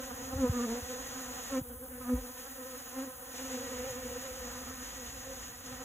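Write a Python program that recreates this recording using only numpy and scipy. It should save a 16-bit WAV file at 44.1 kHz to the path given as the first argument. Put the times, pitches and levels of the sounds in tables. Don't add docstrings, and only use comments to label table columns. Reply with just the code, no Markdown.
import sys
import numpy as np
from scipy import signal
from scipy.fft import rfft, irfft
from scipy.io import wavfile

SR = 44100
rng = np.random.default_rng(int(sys.argv[2]) if len(sys.argv) > 2 else 0)


def int16_out(signal):
    q = np.round(np.clip(np.atleast_2d(signal).T, -1, 1) * 32767)
    wavfile.write(sys.argv[1], SR, q.astype(np.int16))


N = 257544
TIME = np.arange(N) / SR
SIDES = np.array([[-.5], [.5]])


def amp(db):
    return 10 ** (np.asarray(db) / 20)


def unit(x):
    return x / np.sqrt(np.mean(x ** 2) + 1e-20)


def at_hz(points, hz):
    f, value = np.transpose(points)
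    return np.interp(np.log(hz + 1), np.log(f), value)


def curves(rows, x):
    first, *columns = np.transpose(rows)
    return [np.interp(x, first, c) for c in columns]


def drift(rate_hz):
    count = 2048
    f = np.fft.rfftfreq(count, N / SR / count)
    slow = irfft(rfft(rng.standard_normal(count)) * (f > 0) / np.sqrt(1 + (f / rate_hz) ** 4))
    return np.interp(TIME, np.linspace(0, N / SR, count), unit(slow))


def dip_db():
    # start/s, fall/s, hold/s, recovery/s, depth/dB
    dips = [(1.58, 0.017, 1.64, 0.013, 3), (1.585, 0.035, 0.28, 0.21, 13.5),
            (3.003, 0.094, 0.19, 0.038, 6.5), (5.462, 0.13, 0.041, 0.015, 5)]
    return -sum(depth * np.clip((TIME - start) / fall, 0, 1)
                * np.exp(-np.maximum(TIME - start - fall - hold, 0) / recovery)
                for start, fall, hold, recovery, depth in dips)


def noise_pair(spectrum):
    # f/Hz, likeness/0-1, left lead/rad, right over left/dB
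    ports = [(0, 1, 0, 0), (200, .99, 0, 0), (1000, .3, 0, 2.5), (2200, .55, 1.6, 1), (3000, .5, 1.1, 0),
             (3900, .75, 2.05, 0), (4400, .99, 2.95, 0), (5000, .99, 3.4, 0), (5700, .85, 4.7, 0),
             (6500, .97, 6, 0), (7400, .97, 6.6, 0), (8000, .8, 7.9, 0), (8950, .99, 9.42, 0),
             (11050, .9, 12.57, 0), (13150, .98, 15.7, 0), (15100, .92, 18.8, 0)]
    hz = np.fft.rfftfreq(N, 1 / SR)
    left, unrelated = rfft(rng.standard_normal((2, N)))
    likeness, lead, right_db = curves(ports, hz)
    blend = likeness * left + np.sqrt(1 - likeness ** 2) * unrelated
    right = blend * np.exp(-1j * lead) * amp(right_db)
    return unit(irfft(np.array([left, right]) * amp(at_hz(spectrum, hz)), N))


def crowd(count=12, centre_hz=255, spread=.04, wander=.036, jitter=.0066, roam_db=5, right_db=3):
    # f/Hz, relative level/dB
    tone = [(760, 6.5), (1050, 5.5), (1300, 7), (1600, 5.5), (1850, -2), (2200, -32), (3200, -3.5),
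            (4500, -68)]
    # t/s, level/dB
    ride = [(0, -51.5), (1.5, -52), (2.4, -55), (3.7, -53), (4.6, -54), (5.1, -56), (5.55, -57),
            (5.84, -52)]
    steps, lag_s = 1024, .00033
    orders = np.arange(3, 18)
    weights = amp(at_hz(tone, orders * centre_hz))
    cycle = np.linspace(0, 1, steps + 1)
    hum, octave, overtones = np.zeros((3, 2, N))
    for detune in np.linspace(-1, 1, count):
        hz = centre_hz * (1 + spread * detune + wander * drift(9) + jitter * drift(37.8))
        beats = np.cumsum(hz) / SR + SIDES * hz * lag_s * np.tanh(drift(0.98))
        index = (beats % 1 * steps).astype(int)
        nearness = amp(roam_db * drift(20.4))
        stroke = np.cos(2 * np.pi * (np.outer(cycle, orders) + rng.random(len(orders)))) @ weights
        hum += nearness * np.cos(2 * np.pi * cycle)[index]
        octave += nearness * np.cos(4 * np.pi * cycle)[index]
        overtones += nearness * stroke[index]
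    level = curves(ride, TIME)[0] + 0.27 * dip_db()
    return (unit(hum) * amp(level - 2)
            + unit(octave) * amp(level - 1 + SIDES * right_db / 2)
            + unit(overtones) * amp(level + 1 + 0.084 * dip_db() + SIDES * right_db))


def near_bee(span, hz, fundamental_db, octave_db, overtone_db, bright_hz, fall_db, hollow_db, jitter):
    flutter_db, right_db, puff_db = 2.8, 4, -15
    twist_rad, bearing_rad, fade_s = 0.44, 0.12, .015
    t = TIME[span]
    phase = 2 * np.pi * np.cumsum(hz * (1 + jitter * drift(44.5)[span])) / SR
    slip = twist_rad * drift(10)[span] + SIDES * bearing_rad * drift(4.9)[span]
    octave = amp(octave_db + SIDES * right_db / 6) * np.cos(2 * phase + slip)
    buzz = amp(fundamental_db) * np.cos(phase) + octave
    orders = np.arange(3, 13)
    octaves_off_peak = abs(np.log2(orders * np.mean(hz) / bright_hz))
    hump = amp(-fall_db * octaves_off_peak - hollow_db * (orders % 2 == 0))
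    for order, share in zip(orders, hump / np.linalg.norm(hump)):
        level = overtone_db + flutter_db * drift(19.5)[span]
        slip = 2 * np.pi * rng.random() + twist_rad * drift(12.4)[span] + SIDES * drift(2.7)[span]
        buzz += share * amp(level + SIDES * right_db) * np.cos(order * phase + slip)
    air_band = signal.butter(2, (600, 2000), "band", fs=SR, output="sos")
    stirred_air = signal.sosfilt(air_band, rng.standard_normal((2, N))[:, span])
    buzz += amp(overtone_db + puff_db) * unit(stirred_air * (1 + np.cos(phase)))
    fade = np.clip(np.minimum(t - t[0], t[-1] - t) / fade_s, 0, 1)
    out = np.zeros((2, N))
    out[:, span] = -np.sqrt(2) * buzz * fade
    return out


def hovering_bees(arrive_s=0.033, leave_s=0.053, sway=.021, bob_db=2.5):
    # start/s, length/s, wingbeat/Hz, fundamental/dB, octave over it/dB,
    # overtones over both/dB, brightest f/Hz
    visits = [(0, 0.42, 259.1, -52.5, -2, -11, 920), (0.871, 0.14, 257, -55.5, 10.5, -21, 1250),
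              (1.12, 0.27, 251.4, -51, -7.5, -7.5, 930), (1.619, 0.18, 246, -56.5, 2.5, -17, 1400),
              (1.784, 0.11, 255.4, -51.5, 3.5, -24, 1500), (1.88, 0.15, 246.7, -48.5, -3, -12, 1390),
              (2.179, 0.18, 248.7, -52, -2.5, -12.5, 920), (2.34, 0.17, 252, -62.5, 7, -13, 990),
              (2.55, 0.25, 255.2, -53.5, 3.5, -9.5, 1240), (3.47, 0.28, 240.6, -53, 2, -9, 990),
              (3.68, 0.23, 239, -62.5, 6.5, -7, 950), (4.02, 0.25, 245.6, -57.5, 9.5, -12, 790),
              (4.491, 0.17, 257.7, -55, -1.5, -5, 1189), (4.651, 0.22, 256, -49.5, -7, -7.5, 1280),
              (4.95, 0.13, 253.3, -49, -6, -23, 920), (5.22, 0.15, 257, -55, 3.5, -11.5, 920),
              (5.63, 0.34, 254.3, -53, -11, -9.5, 1300)]
    out = np.zeros((2, N))
    for start, length, beat_hz, db, octave_db, overtone_db, bright_hz in visits:
        span = (TIME > start) & (TIME < start + length)
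        age = TIME[span] - start
        fade = np.clip(np.minimum(age / arrive_s, (length - age) / leave_s), 1e-6, 1)
        level = db + 20 * np.log10(fade)
        hz = beat_hz * (1 + sway * drift(13)[span])
        fundamental = level + bob_db * drift(9)[span]
        octave = level + octave_db + bob_db * drift(9)[span]
        overtones = level + 10 * np.log10(1 + amp(octave_db) ** 2) + overtone_db
        out += near_bee(span, hz, fundamental, octave, overtones, bright_hz,
                        fall_db=19, hollow_db=1.5, jitter=.015)
    return out


def garden(air_db=-49.5, swell_db=1.16, shimmer_db=0.85, flicker_db=0.92):
    # f/Hz, relative level/dB
    air = [(100, 11.5), (350, 8), (700, 10), (1300, 11), (1900, 16), (2200, 10.5), (2700, 12.5), (4200, 11),
           (7800, 11.5), (9500, -4)]
    insects = [(5500, -20.5), (6000, -6), (6400, 0.5), (6800, 3.5), (7250, -4.5), (7700, -17.5),
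               (8600, -41)]
    hiss = [(5000, -11), (7400, -2.5), (8400, 6.5), (10500, 9), (13300, 9), (15500, 10)]
    rumble = [(20, -4), (32, -2), (42, 3), (57, 10), (100, 1.5), (160, -7.5), (300, -10.5), (700, -43)]
    # t/s, level/dB
    presence_ride = [(0, -50), (.3, -52.5), (.6, -48.5), (1.5, -48.5), (2.5, -50.5), (3.5, -49), (4.6, -49),
                     (5.84, -51)]
    hiss_ride = [(0, -51), (1.5, -49), (1.9, -48.5), (3.2, -49), (4.3, -50.5), (5.84, -53)]
    breeze_ride = [(0, -55), (.3, -53.5), (.6, -56), (2.0, -55), (2.4, -64), (3.2, -60.5), (3.9, -53.5),
                   (5.84, -55)]
    presence_db = curves(presence_ride, TIME)[0] + dip_db() + swell_db * drift(6.4)
    hiss_db, = curves(hiss_ride, TIME)
    breeze_db, = curves(breeze_ride, TIME)
    return (noise_pair(air) * amp(air_db + 0.95 * (presence_db - np.median(presence_db)))
            + noise_pair(insects) * amp(presence_db - 1 + shimmer_db * drift(65))
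            + noise_pair(hiss) * amp(hiss_db + 1.9 + flicker_db * drift(30))
            + noise_pair(rumble) * amp(breeze_db))


def whine(waver_hz=14):
    # f/Hz, level/dB
    tones = [(1817, -66.5), (1912, -64.5)]
    wavering = sum(amp(db) * drift(waver_hz) * np.sqrt(2) * np.cos(2 * np.pi * hz * TIME)
                   for hz, db in tones)
    return wavering * amp(dip_db())


def drone(waver_hz=9):
    # middle/s, half length/s, f/Hz, level/dB
    swells = [(.25, .09, 99.6, -53), (3.923, 0.2, 118.2, -57.5), (5.72, 0.066, 110, -51)]
    out = np.zeros(N)
    for middle, half, hz, db in swells:
        envelope = amp(db) * np.exp(-((TIME - middle) / half) ** 2)
        out += envelope * drift(waver_hz) * np.sqrt(2) * np.cos(2 * np.pi * hz * TIME)
    return out


def fly_bys(overtone_trim_db=-1.7):
    # t/s, wingbeat/Hz, fundamental/dB, octave/dB, overtones before trim/dB
    paths = [
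        [(0.315, 270, -48, -38, -47), (0.337, 254.8, -36.5, -46, -44), (0.349, 262, -52, -41.5, -58),
         (0.391, 273.5, -37.5, -47, -52), (0.443, 255.4, -25, -29.5, -39.5), (0.469, 242.8, -40, -33, -44),
         (0.505, 249, -34, -46, -51)],
        [(0.515, 261.6, -37, -44, -51), (0.533, 243.6, -42, -40.5, -48), (0.571, 246.7, -32, -46, -44.5),
         (0.605, 236, -35.5, -37, -43), (0.627, 241, -34.5, -47, -45), (0.647, 243, -33.5, -38, -43),
         (0.672, 235.2, -34, -49, -60)],
        [(0.655, 231, -44, -46, -54), (0.69, 223.7, -38, -42, -48.5), (0.73, 237.7, -34, -39, -44),
         (0.755, 243.6, -44, -40, -52.5), (0.785, 247, -41, -44, -47), (0.815, 244, -54, -54, -55)],
        [(1.49, 241, -43, -48, -47), (1.504, 272.6, -55, -49, -51), (1.53, 271.6, -35.5, -42, -48.5),
         (1.576, 253, -31.5, -35, -42.5), (1.592, 257.8, -31.5, -40, -53), (1.612, 258, -47, -49, -59)],
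        [(2.0, 237.5, -43, -62, -59), (2.014, 261.5, -50, -46, -47), (2.054, 240.6, -45, -68, -52),
         (2.094, 251, -33, -44, -44), (2.136, 248.8, -26.5, -35.5, -55), (2.17, 245.4, -42, -48, -48.5),
         (2.186, 260.6, -44, -45, -57), (2.215, 260, -56, -56, -53)],
        [(2.92, 260, -55, -58, -55), (2.988, 259.7, -36.5, -42, -47.5), (3.048, 271.2, -42, -49, -53),
         (3.054, 266.4, -52, -53, -69), (3.078, 258.6, -43, -49.5, -53), (3.125, 255, -77, -51, -55)],
    ]
    # brightest f/Hz, fall either side/dB per octave, even-overtone cut/dB
    colours = [(940, 23, 5), (1100, 21, 4.5), (720, 13, -3), (1000, 10, 3), (1050, 18, 4.5),
               (865, 12, -0.5)]
    out = np.zeros((2, N))
    for path, colour in zip(paths, colours):
        span = (TIME > path[0][0]) & (TIME < path[-1][0])
        hz, fundamental, octave, overtones = curves(path, TIME[span])
        out += near_bee(span, hz, fundamental, octave, overtones + overtone_trim_db, *colour, jitter=.009)
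    return out


def wing_wash(trim_db=0.5, turbulence=.3):
    # t/s, level before trim/dB, starting f/Hz, final f/Hz, swell/s
    gusts = [(0.327, -38, 75, 60, .008), (.355, -32, 95, 68, .009), (.391, -32, 80, 55, .007),
             (.465, -39, 95, 60, 0.0073), (0.4937, -23.5, 145, 46, 0.0075), (0.82, -40.5, 101, 55, 0.011),
             (1.611, -33.5, 220, 65, 0.0042), (1.772, -44, 62, 50, 0.004), (2.132, -31.5, 82, 42, 0.019),
             (2.205, -42, 62, 50, 0.007)]
    out = np.zeros(N)
    for start, db, start_hz, end_hz, swell_s in gusts:
        progress = np.maximum(TIME - start, 0) / swell_s
        envelope = amp(db + trim_db) * progress * np.exp(1 - progress)
        hz = end_hz + (start_hz - end_hz) * np.exp(-progress / 2)
        eddy = -np.sin(2 * np.pi * np.cumsum(hz * (progress > 0)) / SR)
        out += envelope * (eddy + turbulence * drift(start_hz))
    return out


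def swerving_bee(bob_db=2):
    # t/s, wingbeat/Hz
    pitch = [(3.38, 264.4), (3.46, 260.4), (3.5, 263.8), (3.56, 248.9), (3.6, 254.7), (3.64, 278.3),
             (3.685, 241.1), (3.72, 267.9), (3.755, 243.2), (3.82, 251.5), (3.885, 267), (3.93, 244.5),
             (3.97, 248.1), (4.005, 267.4), (4.04, 250.3), (4.08, 249.5), (4.115, 265.5), (4.16, 247.7),
             (4.21, 254.2), (4.26, 269), (4.315, 244.6), (4.37, 269.1), (4.41, 257.8), (4.455, 247.2),
             (4.5, 252.8)]
    # t/s, fundamental/dB, octave/dB
    ride = [(3.38, -55, -39), (3.428, -45, -60), (3.46, -40, -42), (3.492, -47, -47), (3.538, -42, -45),
            (3.6, -47.5, -51.5), (3.838, -48.5, -42), (3.89, -87, -41.5), (3.946, -51.5, -48),
            (4.118, -52, -48.5), (4.162, -48, -49), (4.236, -64, -47.5), (4.262, -54, -47),
            (4.334, -79, -49), (4.418, -51.5, -46.5), (4.5, -58, -51.5)]
    span = (TIME > pitch[0][0]) & (TIME < pitch[-1][0])
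    hz, = curves(pitch, TIME[span])
    fundamental, octave = curves(ride, TIME[span]) + bob_db * drift(14)[span]
    return near_bee(span, hz, fundamental, octave, overtone_db=octave - 10,
                    bright_hz=1110, fall_db=3.5, hollow_db=5, jitter=.016)


def scene():
    bees = fly_bys() + hovering_bees() + swerving_bee() + crowd()
    return bees + wing_wash() + garden() + whine() + drone()


def record(dry):
    low_cut = signal.butter(2, 30, "high", fs=SR, output="sos")
    high_cut = signal.firwin(511, 15550, window=("kaiser", 9), fs=SR)
    return signal.oaconvolve(signal.sosfilt(low_cut, dry), high_cut[None], "same")


dry = scene()
out = record(dry)
int16_out(out)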